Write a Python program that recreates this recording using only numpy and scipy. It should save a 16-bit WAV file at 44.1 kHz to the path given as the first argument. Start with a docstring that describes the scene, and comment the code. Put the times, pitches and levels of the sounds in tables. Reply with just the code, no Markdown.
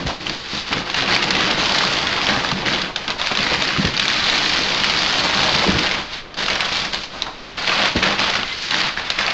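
"""Packing paper dragged from a carton

Crumpled kraft packing paper is dragged out of a long cardboard box in a carpeted room, heard from close by.
Filtered noise makes the hiss of sliding sheets; short struck resonances make creases snap and big folds flap and pop.
Noise and knocks through resonant modes make the carton drone and bump; faint shaped noise is the still room.
The hand reaches in, works a sheet loose, hauls it along the box, lifts a second wad and takes out the last."""
import sys
import numpy as np
from scipy import signal
from scipy.fft import rfft, irfft, next_fast_len
from scipy.io import wavfile

SR = 44100
rng = np.random.default_rng(int(sys.argv[2]) if len(sys.argv) > 2 else 0)


def log_audio(samples):
    """Write samples as a 16-bit WAV file to the path given in sys.argv[1]."""
    # one column per channel
    frames = np.atleast_2d(samples).T
    # limit to full scale, then quantise
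    limited = np.clip(frames, -1, 1)
    pcm = np.round(limited * 32767).astype(np.int16)
    wavfile.write(sys.argv[1], SR, pcm)


N = 411843
T = np.arange(N) / SR  # s

# Single creases that snap through. Each row: start in seconds, relative strength in dB,
# pitch of the ringing facet in Hz, length of the crease's run in seconds (0 = one dry tick).
CREASE_SNAPS = [(0.0694, -7.5, 4600, .003), (0.2682, -0.5, 3100, 0.000059), (0.2957, -.5, 4750, 0.00083),
                (.727, -2.5, 2500, 0.0096), (0.899, -6, 4400, .003), (0.943, -1.5, 2820, .006),
                (1.146, -4.5, 4200, .004), (1.162, 0, 2300, .003), (1.2256, 0, 3160, .003),
                (1.239, -2, 3600, .004), (1.3059, 2.5, 4170, .003), (1.351, 0.5, 2670, .005),
                (1.408, 0, 3300, 0.00024), (1.955, -6, 3600, 0), (1.972, -3, 3150, 0), (2.0705, 4, 3460, 0),
                (2.258, -3, 5300, 0), (2.2682, 0.5, 3300, 0.00084), (2.2989, -4, 4350, 0),
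                (2.4891, -4, 3800, 0.0025), (2.5153, -5.5, 4500, .003), (2.682, -2, 2060, 0.0014),
                (2.7407, -2, 3620, 0.00037), (2.8164, -5, 3980, 0.0047), (2.9596, -0.5, 3620, .005),
                (3.0793, -5, 3220, .003), (3.1034, -2.5, 3970, .0015), (3.215, 2, 3320, 0.00041),
                (3.2707, -2.5, 3700, 0.0037), (3.3197, -2, 2330, 0), (3.3515, -3, 3100, 0.003),
                (3.3722, -1.5, 3900, .003), (3.389, -6, 2900, .003), (3.4295, 2.5, 4600, 0),
                (3.4662, 0, 2100, 0), (3.5343, -5, 2500, 0.0013), (3.546, -8, 2800, .002),
                (3.6222, 5, 3750, 0.00057), (3.6785, 1.5, 4400, 0), (3.7053, -11, 2420, .0004),
                (3.85, -3.5, 3170, .0033), (3.9668, 3, 4630, 0), (3.975, -1.5, 3650, 0.0031),
                (3.9966, 1.5, 3830, 0.0044), (4.0806, 2.5, 3700, 0.0012), (4.14, -7, 2200, .002),
                (4.241, -1.5, 3880, 0.00053), (4.2984, 5, 3880, 0), (4.379, 0, 4000, 0),
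                (4.8357, 0, 2890, 0), (4.8977, 0.5, 3010, 0.002), (5.0618, 0, 3400, 0.00021),
                (5.4046, -2, 2800, 0.0045), (5.5637, 2.5, 4730, 0), (5.701, -9, 3800, 0.0037),
                (5.912, -1, 2230, 0.0086), (6.342, -15, 4440, .0034), (6.483, -2, 2920, 0.0098),
                (6.495, -9, 2600, 0.014), (6.506, -2, 2240, 0.00019), (6.5546, -5, 3490, .003),
                (6.606, -1.5, 2820, .004), (6.6475, -5, 3270, .006), (6.945, -7, 4160, 0.0017),
                (7.035, -10, 4600, 0.035), (7.2211, 5, 3850, 0.00021), (7.579, -17, 1500, 0.007),
                (7.695, 3, 2540, 0), (7.8354, 1.5, 3450, 0), (8.0275, -1.5, 2350, 0.01),
                (8.193, -2.5, 2500, 0.0034), (8.3, -2.5, 3960, 0.0027), (8.354, -3, 3000, .003),
                (8.4316, -1, 2820, 0.00043), (8.709, -2.5, 4000, .0032), (8.744, 1, 3700, 0),
                (8.804, -0.5, 3370, 0.0014), (8.8162, -1, 4300, .0005), (9.1018, 0, 4200, .004),
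                (9.188, -4.5, 2260, .003), (9.2646, 2, 4600, 0.00016)]
# Tone of a snapping crease or popping fold. Each row: frequency in Hz, gain in dB.
SNAP_TONE = [(150, -16.5), (700, 0.5), (4500, -2.5), (5500, -5.5), (7000, -12.5), (8200, -35), (11000, -60)]

REST_HZ = 2660  # centre of the crinkle of slack paper
FULL_RUN_S = 0.0023  # a crease running this long has full after-snaps and shakes the sheet fully


def undb(db):
    """Decibels are logarithmic: return the amplitude gain."""
    return 10 ** (np.asarray(db) / 20)


def unit(x):
    """Normalise the mean power: scale to an rms of 1."""
    return x / np.sqrt(np.mean(x ** 2))


def curves(table):
    """Linear interpolation: each column after the first becomes a line through time."""
    s, *columns = np.transpose(table)
    return [np.interp(T, s, c) for c in columns]


def fade(t, t60):
    """Exponential decay of amplitude, 60 dB down at t60."""
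    return np.exp(-np.log(1000) * t / t60)


def resonance(f, hz, width):
    """Complex response of one damped mode, 1 at its centre."""
    return 1j * f * width / (hz ** 2 - f ** 2 + 1j * f * width)


def colour(x, points, size=2048):
    """Minimum-phase filtering through (Hz, dB) points, its phase found by folding the cepstrum."""
    hz, db = np.transpose(points)
    f = np.maximum(np.fft.rfftfreq(size, 1 / SR), 1)
    log_gain = np.log(undb(np.interp(np.log(f), np.log(hz), db)))
    cepstrum = irfft(log_gain)
    cepstrum[1:size // 2] *= 2
    cepstrum[size // 2 + 1:] = 0
    response = irfft(np.exp(rfft(cepstrum)))
    return signal.oaconvolve(x, response)[:N]


def band(x, hz, kind, order=2):
    """Butterworth filtering: low-, high- or band-pass."""
    return signal.sosfilt(signal.butter(order, hz, kind, fs=SR, output="sos"), x)


def walk(rate):
    """Slow random fluctuation with a spread near 1: straight lines join chance values, rate per second."""
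    knots = rng.standard_normal(4096)
    return 1.2 * np.interp(T * rate, np.arange(len(knots)), knots)


def place(times, sounds):
    """Superposition: add each row of sounds at its time."""
    at = (np.maximum(times, 0) * SR).astype(int)[:, None] + np.arange(sounds.shape[1])
    return np.bincount(at.ravel(), sounds.ravel(), N)[:N]


def run_share(run_s):
    """A longer run disturbs more paper: amplitude grows as the square root of run length, up to 1."""
    return np.clip(run_s / FULL_RUN_S, 0, 1) ** 0.5


def tug(t, length):
    """Envelope of a pull: quick onset, slight swell while held, exponential settling on release."""
    attack_s, swell_db_per_s, release_t60_s = 0.012, 0.83, 0.37
    held = undb(swell_db_per_s * np.clip(t, 0, length))
    onset = np.clip(t / attack_s, 0, 1)
    return onset * held * fade(np.maximum(t - length, 0), release_t60_s)


def handling():
    """Incoherent moves add in power; rows of (s, crinkle dB, folds dB, drag dB, centre Hz)."""
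    # Grabs and pulls. Each row: start in seconds, length in seconds, relative levels in dB of crinkle,
    # flapping folds and drag on the carton, centre of the crinkle in Hz.
    pulls = [ (-.01, 0.011, -28, -30.5, -25.5, 2760), (0.056, 0.038, -27, -26.5, -31, 3920),
             (0.196, 0.035, -31, -47, -31.5, 2980), (0.251, 0.082, -28.5, -34, -33, 3000),
             (0.521, 0.053, -35, -33, -33, 2800), (0.705, 0.016, -22, -26, -26.5, 2520),
             (0.751, 0.038, -26, -28, -27, 2520), (0.85, 0.099, -29, -33, -40, 2530),
             (0.956, 0.037, -17, -36, -27.5, 2420), (1.009, 0.064, -28, -27, -28.5, 2530),
             (1.072, 0.068, -18.5, -24.5, -25, 2570), (1.177, 0.19, -22.5, -29.5, -28, 2370),
             (1.361, 0.17, -19, -25.5, -25.5, 2530), (1.567, .425, -19.5, -24.5, -29.5, 3060),
             (2.015, 0.23, -21.5, -27, -30, 2600), (2.26, 0.12, -20, -25, -25.5, 2600),
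             (2.395, 0.11, -23, -28.5, -31, 2600), (2.547, 0.12, -28.5, -28.5, -28.5, 2600),
             (2.651, 0.05, -20.5, -37, -29, 2420), (2.705, 0.086, -22, -26.5, -30, 2460),
             (2.825, 0.054, -31.5, -30.5, -31.5, 2500), (2.965, 0.082, -31, -35, -41, 2700),
             (3.071, 0.039, -28, -27, -31.5, 2770), (3.177, 0.11, -23.5, -29.5, -40, 2770),
             (3.303, 0.014, -23.5, -25.5, -27.5, 2500), (3.377, 0.23, -21, -29, -29.5, 2540),
             (3.625, 0.26, -23, -29.5, -32, 2640), (3.928, 0.021, -24, -32, -32, 2820),
             (4.011, 0.2, -19.5, -31.5, -32, 2780), (4.216, 1, -19.5, -26.5, -31.5, 3110),
             (5.228, 0.423, -19, -24, -28.5, 3030), (5.664, 0.14, -19.5, -27, -25, 2630),
             (5.819, 0.044, -18.5, -24, -30.5, 2610), (5.904, 0.084, -24, -28, -31, 2550),
             (6.366, 0.087, -23, -28.5, -33, 3070), (6.49, 0.055, -21.5, -25.5, -31, 2720),
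             (6.587, 0.082, -24, -28.5, -40, 2780), (6.709, 0.15, -24.5, -28.5, -34, 3000),
             (6.928, 0.034, -26, -32.5, -35, 3500), (7.111, .13, -36, -33.5, -43, 3200),
             (7.567, 0.09, -24.5, -31.5, -38, 2690), (7.666, 0.2, -18, -22.5, -31.5, 2550),
             (7.952, 0.021, -19.5, -27, -24, 2380), (8.016, 0.11, -20.5, -23, -28, 2240),
             (8.179, 0.11, -19.5, -23.5, -31.5, 2460), (8.321, 0.074, -23, -25.5, -30, 2380),
             (8.709, 0.16, -21, -29, -34, 2300), (8.963, 0.03, -25, -29.5, -34, 2200),
             (9.034, 0.19, -29, -37.5, -56, 2250), (9.176, 0.13, -21.5, -26.5, -37, 2280)]
    # Sheet gliding lightly over sheet. Each row: fastest moment in seconds, half-length in seconds,
    # relative level in dB, centre of the hiss in Hz.
    glides = [(0.392, 0.088, -33.5, 3000), (0.56, 0.069, -25.5, 3230), (0.686, 0.017, -25, 2700),
              (6.151, 0.04, -27.5, 2660), (6.767, 0.044, -20.5, 2960), (6.941, 0.0088, -21.5, 3920),
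              (7.018, .05, -34, 3600), (7.436, 0.59, -40.5, 2770), (8.493, 0.051, -27.5, 2790),
              (8.692, 0.12, -25, 3420)]
    rest_db = (-59.5, -50.5, -62.5)  # slack paper settling between moves: crinkle, folds, drag
    glide_db = np.array([0, -19.5, -26.5])  # the same three, relative to the hiss
    # a snapped crease shakes the sheet around it: crinkle relative to the snap, then folds and drag to that
    shake_db, shake_t60_s = -18.5 + np.array([0, -7.5, -21.5]), 0.1

    t = T[::64]
    moves = [(np.ones(len(t)), rest_db, REST_HZ)]
    for s, length, *levels, hz in pulls:
        moves.append((tug(t - s, length), levels, hz))
    for s, half, db, hz in glides:
        swell = np.exp(-0.5 * ((t - s) / half) ** 2)
        moves.append((swell, db + glide_db, hz))
    for s, db, hz, run_s in CREASE_SNAPS:
        shake = (t > s) * fade(np.abs(t - s), shake_t60_s) * run_share(run_s)
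        moves.append((shake, db + shake_db, np.sqrt(hz * REST_HZ)))

    power = np.array([np.outer(undb(levels), shape) ** 2 for shape, levels, _ in moves])
    total = power.sum(axis=0)
    # the move with the most crinkle power weighs most in the centre
    centre_hz = np.array([hz for *_, hz in moves]) @ power[:, 0] / total[0]
    return np.column_stack([t, *(10 * np.log10(total)), centre_hz])


def still_room():
    """Stationary noise with a falling spectrum: the still room and microphone hiss."""
    # Each row: frequency in Hz, relative level in dB.
    hiss_tone = [(20, 3), (60, -11), (120, -7.5), (300, -7), (1000, -12.5), (4000, -19.5), (6000, -31.5),
                 (8500, -48.5)]
    return unit(colour(rng.standard_normal(N), hiss_tone)) * undb(-37.5)


def room(x, t60, wet_db, echo, count=26, size=14000):
    """Early reflection and reverberation: shifting sheets make carton echoes and room tail vary."""
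    t = np.arange(size) / SR
    nearness = np.exp(5.0 * np.array([walk(16) for _ in range(count)]))
    out = x
    # each spot has its own response, and the spots' weights keep changing
    for weight in nearness / np.linalg.norm(nearness, axis=0):
        tail = rng.standard_normal(size) * fade(t, t60) * (1 - np.exp(-t / 0.0011))
        response = undb(wet_db) * tail / np.linalg.norm(tail)
        # two nearby carton walls answer within 2 to 14 ms, with opposite signs
        response[rng.integers(SR // 500, SR // 70, 2)] += echo * np.array([1, -1])
        out = out + signal.oaconvolve(x * weight, response)[:N]
    return out / np.sqrt(1 + undb(wet_db) ** 2 + 2 * echo ** 2)


def ring(x):
    """Modal superposition: a push excites the air and wall resonances of the carton."""
    # Each row: frequency in Hz, width in Hz, gain in dB.
    carton_modes = [(77, 8.9, -5), (147.3, 34, -1.5), (196, 21.6, 4.5), (257, 43, -1.5), (306.3, 18, 0.5),
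                    (352, 24, -2), (451, 76, -5)]
    size = next_fast_len(N + SR)
    f = np.fft.rfftfreq(size, 1 / SR)
    body = sum(undb(db) * resonance(f, hz, width) for hz, width, db in carton_modes)
    return irfft(rfft(x, size) * body, size)[:N]


def carton(drag_db):
    """Forced vibration: paper scraping along the cardboard keeps the carton's modes droning."""
    scrape = rng.standard_normal(N) * undb(1.0 * walk(35))
    drone = band(ring(scrape), 480, "low")
    # the long walls also sway slowly as they are pushed
    sway = unit(band(rng.standard_normal(N), [38, 80], "band")) * undb(0.25 * drag_db - 39.0)
    return unit(drone) * undb(drag_db - 0.5) + sway


def bumps(size=16384):
    """Impulsive excitation: knocks on the carton, and one hollow fold pop, flex, shudder and ring."""
    # Each row: start in seconds, relative strength in dB, pitch of the panel or fold in Hz,
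    # t60 of the shudder in seconds.
    thumps = [(.053, -11, 133, .083), (.057, -13, 60, .16), (0.095, -11.5, 670, 0.16),
              (0.53, -20, 134, 0.12), (2.322, -14, 212, 0.15), (2.523, -12, 179, 0.26),
              (2.524, -23, 70, 0.21), (3.516, -16, 73, 0.14), (3.518, -5.5, 603, .052),
              (3.785, -5.5, 178, 0.16), (3.785, -14, 300, 0.051), (3.844, -11.5, 172, 0.38),
              (3.846, -14, 74, 0.22), (3.846, -11.5, 322, 0.2), (5.666, -8, 360, 0.11),
              (5.679, -5, 430, 0.06), (5.683, -5, 177, 0.17), (5.684, -12, 70, 0.4),
              (5.749, -7.5, 120, 0.082), (5.765, -7, 153, 0.035), (7.269, -13, 880, 0.19),
              (7.952, -7.5, 433, 0.11), (7.959, -7, 229, 0.1), (7.966, -13, 64, .14)]
    s, db, hz, t60 = (c[:, None] for c in np.transpose(thumps))
    t, f = np.arange(size) / SR, np.fft.rfftfreq(size, 1 / SR)
    flex = np.sin(2 * np.pi * hz * t) * fade(t * hz, 8.2)  # 60 dB down after 8.2 cycles
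    noise = rng.standard_normal((len(s), size))
    shudder = irfft(rfft(noise) * resonance(f, hz, 0.84 * hz) ** 2)
    shudder *= fade(t, t60) * (1 - np.exp(-t / 0.003)) / shudder.std(axis=1, keepdims=True)
    struck = band(place(s[:, 0], (0.57 * flex + 0.3 * shudder) * undb(db)), 45, "high")
    return struck + undb(-10) * ring(struck)


def rubs():
    """Sustained narrow resonance: a taut edge rubs and sings faintly."""
    # Each row: firmest moment in seconds, half-length in seconds, relative level in dB, pitch in Hz.
    singing_edges = [(4.35, .16, -35, 1810), (8.48, .06, -34, 2060)]
    out = np.zeros(N)
    for s, half, db, hz in singing_edges:
        tone = unit(band(rng.standard_normal(N), [hz - 35, hz + 35], "band"))
        out += tone * np.exp(-0.5 * ((T - s) / half) ** 2) * undb(db)
    return out


def facets(hz, rise, t60, size=1024):
    """Damped free oscillation: a patch of paper flips over and swings at its pitch; all equal in energy."""
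    t = np.arange(size) / SR
    swing = np.sin(2 * np.pi * hz[:, None] * t) * (1 - np.exp(-t / rise)) * fade(t, t60)
    return swing / np.linalg.norm(swing, axis=1, keepdims=True)


def creases(hz, t60, width, crack, size=384):
    """Impulse response of a small facet: a sudden kink and dying crack ring it; all equal in energy."""
    t, f, hz = np.arange(size) / SR, np.fft.rfftfreq(size, 1 / SR), hz[:, None]
    burst = rng.standard_normal((len(hz), size)) * fade(t, t60)
    burst[:, 0] += 3.2 * np.sign(burst[:, 0])
    response = resonance(f, hz, width * hz) + crack * resonance(f, 3740, 11000)
    snap = irfft(rfft(burst) * response)
    return snap / np.linalg.norm(snap, axis=1, keepdims=True)


def pops():
    """Snap-through of a large shell: a big fold pops with a hollow knock and paper around it flutters."""
    # Each row: start in seconds, relative strength in dB, pitch of the fold in Hz.
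    popping_folds = [(1.0895, -7, 1600), (1.8073, 1, 1540), (1.8368, 1.5, 1070), (2.446, 0.5, 1300),
                     (2.5153, -0.5, 1080), (3.313, -2, 850), (3.3728, -8, 1100), (3.7631, -4.5, 1370),
                     (6.4822, -2.5, 1425), (6.598, -10, 1100), (7.2665, -3, 935), (8.026, -2, 1260),
                     (8.3534, -1, 1290), (8.742, 3, 1770), (8.9734, -4, 1660)]
    s, db, hz = np.transpose(popping_folds)
    knock = facets(hz, rise=0.0004, t60=0.015)
    flutter = creases(hz, t60=0.03, width=0.5, crack=0.17, size=1024)
    return colour(place(s, (knock + flutter) * undb(db + 6.0)[:, None]), SNAP_TONE)


def snaps():
    """Buckling instability: a stiff crease cracks and rings its facet; a running one adds later cracks."""
    s, db, hz, run_s = np.transpose(CREASE_SNAPS)
    crack = creases(hz, t60=0.009, width=0.9, crack=0.8)
    swing = facets(hz, rise=0.00024, t60=0.008)
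    out = place(s, swing * undb(db + 6.0)[:, None])
    out += place(s, crack * undb(db + 3.0)[:, None])
    # up to four after-snaps along the run, weaker the later they come
    for lag in np.sort(rng.random((4, len(s))), axis=0):
        later = creases(np.sqrt(hz * REST_HZ), t60=0.009, width=0.6, crack=0.6)
        gain = run_share(run_s) * undb(db + 8.5 - 4.8 * lag)
        out += place(s + run_s * lag, later * gain[:, None])
    return colour(out, SNAP_TONE)


def crackle(lo_hz, hi_hz, t60, spread_db, count):
    """Random point process of creases: sizes vary by spread_db, from nearly equal to moderately uneven."""
    when, pitch, strength = rng.random((count, 3)).T
    size = undb(spread_db * np.minimum(-np.log(1 - strength), 3.6))
    ticks = creases(lo_hz * (hi_hz / lo_hz) ** pitch, t60, width=0.25, crack=0.85)
    return place(when * N / SR, ticks * size[:, None])


def folds(fold_db):
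    """Larger patches have lower modes: big folds flap below the pitch of the small creases."""
    flaps = crackle(543, 1190, t60=0.0044, spread_db=0.5, count=7000)
    return unit(band(flaps, [380, 1500], "band")) * undb(fold_db - 1.0)


def flurries(t60, depth, count=420):
    """Avalanche of buckling: one facet sets off its neighbours, so ticks flare up and die away."""
    when, strength = rng.random((count, 2)).T
    flares = strength[:, None] ** 2 * fade(T[:2048], t60)
    return 1 + depth * place(when * N / SR, flares)


def flexing(x, depth_db, rate, count=14):
    """Time-varying spectrum: as the sheet bends, facets of each size come and go in overlapping bands."""
    size = next_fast_len(N)
    spectrum = rfft(x, size)
    f = np.fft.rfftfreq(size, 1 / SR)
    where = np.interp(np.log1p(f), np.log([600, 7500]), [0, count - 1])
    out = np.zeros(N)
    for k in range(count):
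        part = irfft(spectrum * np.maximum(1 - np.abs(where - k), 0), size)[:N]
        out += part * undb(depth_db * walk(rate))
    return unit(out)


def crinkle(effort_db, centre_hz):
    """Friction and buckling: sheets slide with a hiss; under force facets buckle and stiff ridges click."""
    # Tone of the paper. Each row: frequency in Hz, gain in dB.
    paper_tone = [(180, -42.5), (300, 0), (414, -15), (456, -5.5), (694, -5.5), (856, 0.5), (3980, -1),
                  (4700, -2.5), (5450, -10), (6350, -14), (7360, -20), (8460, -32), (11000, -63.5)]
    ticks = crackle(1400, 7000, t60=0.01, spread_db=2.0, count=9000)
    ticks = unit(ticks * flurries(t60=0.024, depth=2.2))
    ridges = unit(crackle(1300, 7000, t60=0.012, spread_db=0.3, count=480)) * undb(-3.5)
    slide = unit(band(rng.standard_normal(N), 11000, "low")) * undb(0.5 * walk(30))
    # gentle handling mostly slides the paper, firm handling buckles it
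    buckling = np.clip(0.68 / (1 + np.exp(-(effort_db + 30.0) / 3.0)), 0, 1)
    rustle = np.sqrt(buckling) * unit(ticks + ridges) + np.sqrt(1 - buckling) * slide
    sheet = flexing(band(colour(rustle, paper_tone), 1090, "high"), depth_db=1.0, rate=40)
    # a taut, crisp sheet speaks higher than a slack one
    dull = signal.sosfiltfilt(signal.butter(2, 3000, fs=SR, output="sos"), sheet)
    tilt = (centre_hz / 2750) ** 1.23 * undb(0.5 * walk(30))
    return (dull / tilt + (sheet - dull) * tilt) * undb(effort_db + 0.13)


def scene():
    """Superposition of sources: reverberant paper, with carton, bumps and still room added dry."""
    effort_db, fold_db, drag_db, centre_hz = curves(handling())
    paper = crinkle(effort_db, centre_hz) + folds(fold_db) + snaps() + pops() + rubs()
    paper_in_room = room(paper, t60=0.59, wet_db=-11.5, echo=0.14)
    return (paper_in_room + carton(drag_db) + bumps() + still_room())[None]


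def record(dry):
    """Band limiting and soft saturation: the treble is dulled, high peaks rounded and the top cut."""
    dulled = band(dry, 7300, "low", order=6)
    rounded = dulled / (1 + (dulled / 0.8) ** 4) ** 0.25
    steep_cut = signal.ellip(10, 0.2, 75, 8400, fs=SR, output="sos")  # 8400 Hz edge
    return signal.sosfilt(steep_cut, rounded)


dry = scene()
out = record(dry)
log_audio(out)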